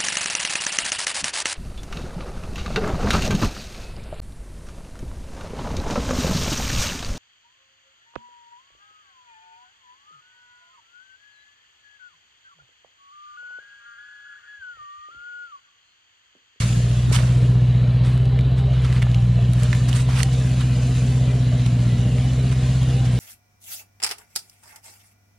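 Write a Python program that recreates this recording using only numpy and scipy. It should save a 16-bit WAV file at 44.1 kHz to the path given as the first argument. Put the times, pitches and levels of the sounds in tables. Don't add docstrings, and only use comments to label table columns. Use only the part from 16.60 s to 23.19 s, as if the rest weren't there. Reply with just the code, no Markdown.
import sys
import numpy as np
from scipy import signal
from scipy.io import wavfile
from scipy.ndimage import uniform_filter1d

SR = 44100
rng = np.random.default_rng(int(sys.argv[2]) if len(sys.argv) > 2 else 0)


def master(y):
    cut = np.clip(np.atleast_2d(y).T, -1, 1)
    pcm = np.round(cut * 32767)
    wavfile.write(sys.argv[1], SR, pcm.astype(np.int16))


def convert_level_to_amplitude(level_db):
    exponent = np.asarray(level_db, float) / 20
    return 10 ** exponent


N = 290617


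def rms_one(x):
    return x / np.sqrt(np.mean(x ** 2) + 1e-20)


def in_time(rows):
    s, *columns = np.transpose(rows)
    return [np.interp(np.arange(N) / SR, s, c) for c in columns]


def peaks_db(rows, rise_db_per_s, fall_db_per_s, rest_db):
    t = np.arange(N) / SR
    levels = []
    for s, db in rows:
        slope = np.where(t < s, rise_db_per_s, fall_db_per_s)
        levels.append(np.maximum(db - slope * np.abs(t - s), rest_db))
    return np.max(levels, axis=0)


def at_hz(points, hz):
    f, value = np.transpose(points)
    return np.interp(np.log(hz), np.log(f), value)


def drift(rate):
    r = np.exp(-80 * np.pi * rate / SR)
    slow = signal.lfilter([1], [1, -2 * r, r * r], rng.standard_normal(N // 40 + 2002))[2000:]
    return np.interp(np.arange(N) / 40, np.arange(len(slow)), rms_one(slow))


def low_pass(x, hz, order):
    return signal.sosfilt(signal.butter(order, hz, fs=SR, output="sos"), x)


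def band_pass(x, low_hz, high_hz, order):
    return signal.sosfilt(signal.butter(order, [low_hz, high_hz], "band", fs=SR, output="sos"), x)


def resonance(x, hz, width_hz):
    r = np.exp(-np.pi * width_hz / SR)
    b = [(1 - r * r) / 2, 0, (r * r - 1) / 2]
    return signal.lfilter(b, [1, -2 * r * np.cos(2 * np.pi * hz / SR), r * r], x)


def grains(share, spread_db):
    sizes = convert_level_to_amplitude(spread_db * np.minimum(rng.exponential(1, (2, 1, N)), 6))
    sizes = sizes * (rng.random((2, 1, N)) < share)
    return rng.standard_normal((2, 2, N)) * sizes + 1e-9


def coloured(source, spectrum, patchy_db, alike_share=1):
    # f/Hz, likeness [0-1]
    likeness = [(400, 0.98), (700, 0.96), (1300, 0.87), (3000, 0.92), (4300, 0.96), (5500, 0.57),
                (8000, 0.24), (15000, 0.05)]
    lowest, highest = spectrum[0][0], spectrum[-1][0]
    edges = np.geomspace(lowest, highest, round(3 * np.log2(highest / lowest)) + 1)
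    out, together = 0, drift(5.2)
    for k, (low, high) in enumerate(zip(edges, edges[1:])):
        mid, side = band_pass(source[k % 2], low, high, order=2)
        hz = np.sqrt(low * high)
        alike = np.clip(alike_share * at_hz(likeness, hz), 0, 1)
        gain = convert_level_to_amplitude(at_hz(spectrum, hz) + patchy_db * (0.91 * together + drift(27.4)))
        out = out + gain * (np.sqrt(1 + alike) * mid + np.sqrt(1 - alike) * side * [[1], [-1]])
    return out / np.std(out.mean(axis=0))


def pan(db):
    return convert_level_to_amplitude(np.array([[db / 2], [-db / 2]]))


def exhaust(cycles, half_db, firing_db, third_db, octave_db):
    # crank angle [0-720 degrees], level/dB
    cylinders = [(37.7, 0), (123.7, -4.8), (216.7, -1.9), (310.2, -3), (402.6, 4.6), (484.9, -.3),
                 (585.4, 3.1), (666.1, -2.4)]
    # f/Hz, width/Hz, level/dB
    pipe = [
        (76.8, 31, -27.1),
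        (150, 67.8, -34.9),
        (236.9, 15, -48.6),
    ]
    puffs = np.zeros(N)
    for angle, db in cylinders:
        at = np.flatnonzero(np.diff(np.floor(cycles - angle / 720)) > 0)
        puffs[at] = convert_level_to_amplitude(db + 0.073 * rng.standard_normal(120)[:len(at)])
    puffs = puffs * SR / 15.55 / 2
    boom = 0
    for k, (hz, width_hz, db) in enumerate(pipe):
        boom = boom + (-1) ** (k + 1) * convert_level_to_amplitude(db) * resonance(puffs, hz, width_hz)
    boom = low_pass(boom, 1000, order=2)
    boom = boom + (convert_level_to_amplitude(half_db - firing_db + 12.5) - 1) * resonance(boom, 62.0, 22)
    boom = boom + (convert_level_to_amplitude(third_db - firing_db + 19.0) - 1) * resonance(boom, 187.5, 7.9)
    boom = boom + (convert_level_to_amplitude(octave_db - firing_db + 29.0) - 1) * resonance(boom, 243.7, 22)
    return convert_level_to_amplitude(firing_db + 17.5) * boom


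def rumble(cycles, db, panels_db):
    # f/Hz, level/dB per Hz
    turbulence = [(25, -27.5), (45, -8.5), (100, 0.5), (200, -3.5), (300, -18), (500, -15.5), (760, -20),
                  (900, -31.5)]
    # f/Hz, width/Hz, level/dB
    body = [(316, 10, -6), (475, 9, 4), (605.4, 9.5, 4), (694, 14, 0.5), (746, 13, -4.5)]
    flow = coloured(rng.standard_normal((2, 2, N)), turbulence, patchy_db=.8)
    drumming = sum(convert_level_to_amplitude(g - 2 + panels_db) * resonance(flow, hz, width_hz) for hz, width_hz, g in body)
    swell_db = 0.45 * np.cos(8 * np.pi * cycles + 0.62)
    return convert_level_to_amplitude(db + 4.0 + swell_db) * low_pass(flow + drumming, 808, order=8)


def clatter(cycles, db):
    # f/Hz, level/dB per Hz
    ticking = [(700, -13), (1000, 0.5), (1500, 2), (2000, 0.5), (2900, 1), (3500, -0.5), (4100, -2),
               (5000, -5)]
    # f/Hz, width/Hz, level/dB
    block = [(1038, 79, 1.5), (1730, 99, -7.5), (2934, 170, -2), (3950, 280, -3)]
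    knock_db = 0.6 * np.cos(4 * np.pi * cycles) + 1.1 * np.cos(8 * np.pi * cycles)
    metal = coloured(grains(1.0, 1.6), ticking, patchy_db=0.73)
    metal = metal + sum(convert_level_to_amplitude(g) * resonance(metal, hz, width_hz) for hz, width_hz, g in block)
    return convert_level_to_amplitude(db - 3.0 + knock_db) * low_pass(metal, 4620, order=8)


def cab_and_gears(gear_db):
    # t/s, level/dB
    jolts = [
        (.29, -39.5),
        (.92, -44),
        (1.8, -36),
        (2.12, -35.5),
        (3.4, -60),
        (4.72, -38.5),
        (5.38, -39),
        (5.6, -42),
        (5.8, -39.5),
    ]
    cab_db = peaks_db(jolts, rise_db_per_s=59, fall_db_per_s=50, rest_db=-58.5)
    shake = rng.standard_normal((2, N))
    cab = rms_one(resonance(resonance(shake[0], 405.5, 13), 405.5, 13))
    gear = rms_one(resonance(resonance(shake[1], 786, 17), 786, 17))
    return convert_level_to_amplitude(cab_db - 3.5) * cab + convert_level_to_amplitude(gear_db - 4.5) * gear


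def snaps():
    # t/s, peak level/dB, ring f/Hz, bright crack against ring/dB, left minus right/dB
    twigs = [(.129, -20.5, 2550, -13, -2), (0.314, -21, 2770, -13, -1.5), (.532, -18, 3900, -14, 2.5),
             (0.5626, -10.5, 3100, -15, -9), (0.589, -14, 1670, -17, -6), (1.5762, -29.5, 1580, 0, 9),
             (1.655, -26, 3270, -10, 4), (1.8093, -24, 2980, -28, 4), (2.2202, -28, 1700, -3, -9),
             (2.426, -12, 2000, -20, -8.5), (2.5153, -24.5, 3950, -16, 2), (2.934, -27.5, 2300, 7.5, -5),
             (2.998, -26, 1530, 1, -6), (3.033, -22, 3090, 6, -6), (3.149, -18, 2110, -8, 3),
             (3.329, -12.5, 2930, -17, -7), (3.3953, -25.5, 1520, -16, 4), (3.604, -13.5, 1940, -25, -13),
             (3.631, -9, 4290, 4, -6), (4.1627, -24, 4030, -23, 2), (5.0631, -21.5, 2310, -16, -9),
             (5.5834, -23.5, 1970, -31, 2), (6.2304, -23, 3100, -5, -6)]
    # t/s, peak level/dB, ring f/Hz, left
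    # minus right/dB, ring time/ms
    faint_crack_breaks = [(.485, -27, 240, 5, 9.0), (.513, -19, 320, -2, 5.0), (.605, -20, 520, -3, 4.7),
                          (1.790, -17.5, 2330, .6, 1.6), (2.3261, -18.5, 1960, -7, 1.7),
                          (2.364, -19.5, 2040, -1, 1.5), (2.467, -20, 830, -4, 3.3), (2.5449, -14, 2820, -0.5, 3.2),
                          (3.129, -8, 1763, -5.5, 3.5), (3.488, -18.5, 720, 4.5, 3.7), (3.6313, -11, 2000, -7.5, 1.3)]
    twig_ring_ms, faint_crack_db = 1.7, -38
    breaks = [(*row, twig_ring_ms) for row in twigs]
    breaks += [(s, db, hz, faint_crack_db, lr_db, ms) for s, db, hz, lr_db, ms in faint_crack_breaks]
    out, t = np.zeros((2, N)), np.arange(1500) / SR
    for s, db, hz, crack_db, lr_db, ms in breaks:
        fade = np.minimum(t / .0003, 1) * np.exp(-t * 1000 / ms)
        burst = rng.standard_normal((3, len(t))) * fade
        splinters = resonance(burst[0] + .5 * burst[1:], hz, 0.6 * hz)
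        splinters = resonance(splinters, 0.61 * hz, 2.4 * hz)
        ring = fade * np.sin(2 * np.pi * hz * t) + 1.1 * splinters / np.abs(splinters).max()
        crack = band_pass(burst[0] + 1.3 * burst[1:], 3800, 10500, order=4)
        both = ring / np.abs(ring).max() + convert_level_to_amplitude(crack_db) * crack / np.abs(crack).max()
        i = round(s * SR)
        out[:, i:i + len(t)] += convert_level_to_amplitude(db - 5.0) * pan(lr_db) * both
    return out


def crunches():
    # f/Hz, level/dB per Hz
    crushed = [(350, -33), (600, -19.5), (1050, -5.5), (2990, -8), (7140, -13.5), (8400, -9), (13900, -27),
               (15500, -38)]
    # peak t/s, level/dB, rise/s, fall/s, treble/dB
    heaps = [(.021, -32.5, 0.033, 0.019, 1.5), (.527, -35, 0.0023, 0.016, 8), (0.556, -25, 0.013, .012, 2),
             (.6, -35.5, 0.07, .16, -3.5), (1.45, -40, 0.013, 0.14, -4), (1.98, -40, .01, 0.031, -4.5),
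             (2.14, -40, 0.013, 0.05, -21), (2.252, -34.5, .011, 0.013, -5.5),
             (2.38, -35.5, 0.072, 0.016, -7), (2.422, -29, .0028, 0.01, -7),
             (3.035, -32.5, .035, .034, -3.5), (3.16, -50, .014, 0.025, 7.5),
             (3.291, -28.5, 0.0044, 0.0055, 3.5), (3.363, -30.5, 0.037, 0.014, 1),
             (3.4, -38.5, .02, 0.033, 4), (3.5, -35.5, 0.013, 0.041, -6.5),
             (3.602, -26, 0.035, 0.023, -0.5), (3.731, -44, 0.0054, .015, 9),
             (4.01, -31.5, .013, .018, -6.5), (5.063, -39, .0035, .0088, 5.5),
             (5.92, -34.5, .0058, 0.014, -6), (6.454, -43, 0.0049, 0.011, 3)]
    t, low_level, high_level = np.arange(N) / SR, 0, 0
    crackle = coloured(grains(0.22, 2.2), crushed, patchy_db=-1.8, alike_share=0.91)
    crackle = low_pass(crackle, 10000, order=2)
    stalks = low_pass(crackle, 4500, order=2)
    for s, db, rise, fall, treble_db in heaps:
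        shape = np.exp(-np.abs(t - s) / np.where(t < s, rise, fall))
        swell = convert_level_to_amplitude(db) * pan(-3) * shape
        low_level = low_level + swell
        high_level = high_level + convert_level_to_amplitude(treble_db) * swell
    return low_level * stalks + high_level * (crackle - stalks)


def rustle():
    # f/Hz, level/dB per Hz
    papery = [(900, -11), (2500, -1), (5000, -3), (7000, 2.5), (8200, -3.5), (9700, -15), (14000, -17),
              (15500, -34)]
    # t/s, level/dB
    stirring = [(0, -38), (.27, -44), (.55, -47.5), (.66, -46.5), (.83, -50), (1.23, -56), (1.52, -61),
                (2.03, -59), (2.33, -51.5), (2.75, -52.5), (2.97, -48), (3.14, -44), (3.47, -49.5),
                (3.56, -45), (4.4, -44.5), (4.64, -47.5), (6.59, -44.5)]
    db = in_time(stirring)[0]
    leaves = coloured(grains(0.97, 3.2), papery, patchy_db=0.83)
    leaves = leaves + convert_level_to_amplitude(-10.5) * resonance(leaves, 6900, 500) + convert_level_to_amplitude(-31.0) * resonance(leaves, 11400, 400)
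    return convert_level_to_amplitude(db + 1.67) * (leaves + convert_level_to_amplitude(6.5) * low_pass(leaves, 10540, order=8)) / 2.12


def wind():
    # t/s, level/dB
    gust = [(.15, -42), (.24, -50), (.5, -28), (.61, -39), (3.62, -43), (4.6, -50), (4.77, -52),
            (5.34, -47.5), (5.6, -48), (5.74, -48), (6.03, -52)]
    lumps = rng.standard_normal((2, N)) * convert_level_to_amplitude(3.3 * drift(25))
    low = rms_one(band_pass(lumps, 50, 300, order=3))
    puff_db = peaks_db(gust, rise_db_per_s=334, fall_db_per_s=222, rest_db=-76)
    return convert_level_to_amplitude(puff_db) * (low[0] * [[1], [-1]] + 0.71 * low[1])


def treetops():
    hiss = band_pass(rng.standard_normal((2, N)), 7000, 14000, order=1)
    return convert_level_to_amplitude(-73) * rms_one(hiss)


def scattered(x, ripple_db):
    cells = signal.stft(x, nperseg=1024)[2]
    field = rng.standard_normal(cells.shape[1:])
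    field = uniform_filter1d(field, size=2, axis=0)
    field = uniform_filter1d(field, size=7, axis=1)
    return signal.istft(cells * convert_level_to_amplitude(ripple_db * rms_one(field)), nperseg=1024)[1][:, :N]


def scene():
    # t/s, speed [four-stroke cycles per s], load as firing tone level/dB
    engine = [(0, 14.93, -18.9), (.45, 15.26, -18.5), (.68, 15.46, -16.2), (.85, 15.37, -15),
              (1.3, 15.36, -16.2), (1.65, 15.7, -16.7), (2.05, 15.97, -18.6), (2.3, 15.65, -17.5),
              (2.58, 14.97, -16.8), (3.15, 15.42, -17.5), (3.65, 16.02, -18.8), (4.13, 15.65, -19.2),
              (4.62, 15.77, -17.7), (4.95, 15.46, -18.1), (5.27, 14.99, -17.7), (5.7, 15.87, -19.5),
              (6.3, 16.0, -18.2), (6.59, 15.05, -18.6)]
    # t/s, share [0-1]
    pipe_turn = [(0, 0.75), (.4, 0.33), (1.25, 0.58), (1.7, .4), (2.65, 0.18), (3.2, 0.62), (3.7, 0.77),
                 (4.3, 0.85), (5.2, 0.98), (6.2, 0.72), (6.59, 0.78)]
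    per_s, firing_db = in_time(engine)
    facing = in_time(pipe_turn)[0]
    faster = per_s - 15.55
    harder = firing_db + 18
    cycles = np.cumsum(per_s) / SR

    half_db = -24 - 6.5 * facing - 0.3 * harder
    third_db = -38 - 17.5 * faster - 0.5 * facing + 0.45 * harder
    octave_db = -55.5 - 2.5 * faster + 20.5 * facing - 0.4 * harder
    gear_db = -57.5 + 7.5 * faster + 6 * drift(4.2)
    boom = exhaust(cycles, half_db, firing_db, third_db, octave_db) + cab_and_gears(gear_db)
    boom = boom + convert_level_to_amplitude(-59 + 3 * harder + 10.5 * faster) * np.sin(40 * np.pi * cycles)
    boom = boom - convert_level_to_amplitude(octave_db - 7 + 5.5 * faster) * np.sin(30 * np.pi * cycles)

    rumble_db = -39 + 3 * facing + 0.5 * faster - 0.11 * harder
    clatter_db = -44.5 + 2 * facing + 0.2 * faster
    beds = rumble(cycles, rumble_db, panels_db=4.5 * facing) + clatter(cycles, clatter_db)
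    beds = beds + rustle() + treetops()
    beds = scattered(low_pass(beds, 14700, order=8), ripple_db=3.0)
    return boom + beds + crunches() + snaps() + wind()


def gated(side, mid, under_db, waver_db):
    hz, _, (s, m) = signal.stft(np.array([side, mid]), SR, nperseg=2048)
    band = np.digitize(hz, np.geomspace(250, 16000, 40))
    member = band == np.arange(band.max() + 1)[:, None]
    ratio = (member @ np.abs(s) ** 2) / (member @ np.abs(m) ** 2 + 1e-20)
    limit = convert_level_to_amplitude(2 * (under_db + waver_db * rng.standard_normal(ratio.shape)))
    return signal.istft(s * (ratio > limit)[band], nperseg=2048)[1][:N]


def band_limit(x):
    return signal.sosfilt(signal.butter(12, 15670, fs=SR, output="sos"), x)


def record(dry):
    # t/s, level/dB
    width = [
        (0, 8.5),
        (.68, 6),
        (.75, -1),
        (1.2, -6),
        (2.0, -37),
        (2.15, -4.5),
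        (2.55, -5),
        (3.0, 2.5),
        (6.59, 4.5),
    ]
    mid, side = (dry[0] + dry[1]) / 2, (dry[0] - dry[1]) / 2
    width_db = in_time(width)[0]
    low = low_pass(side, 4500, order=2)
    side = convert_level_to_amplitude(width_db) * low + convert_level_to_amplitude(.6 * width_db) * (side - low)
    side = gated(side, mid, under_db=-15, waver_db=2.5)
    mix = low_pass(np.array([mid + side, mid - side]), 15600, order=12)
    return band_limit(mix)


dry = scene()
out = record(dry)
master(out)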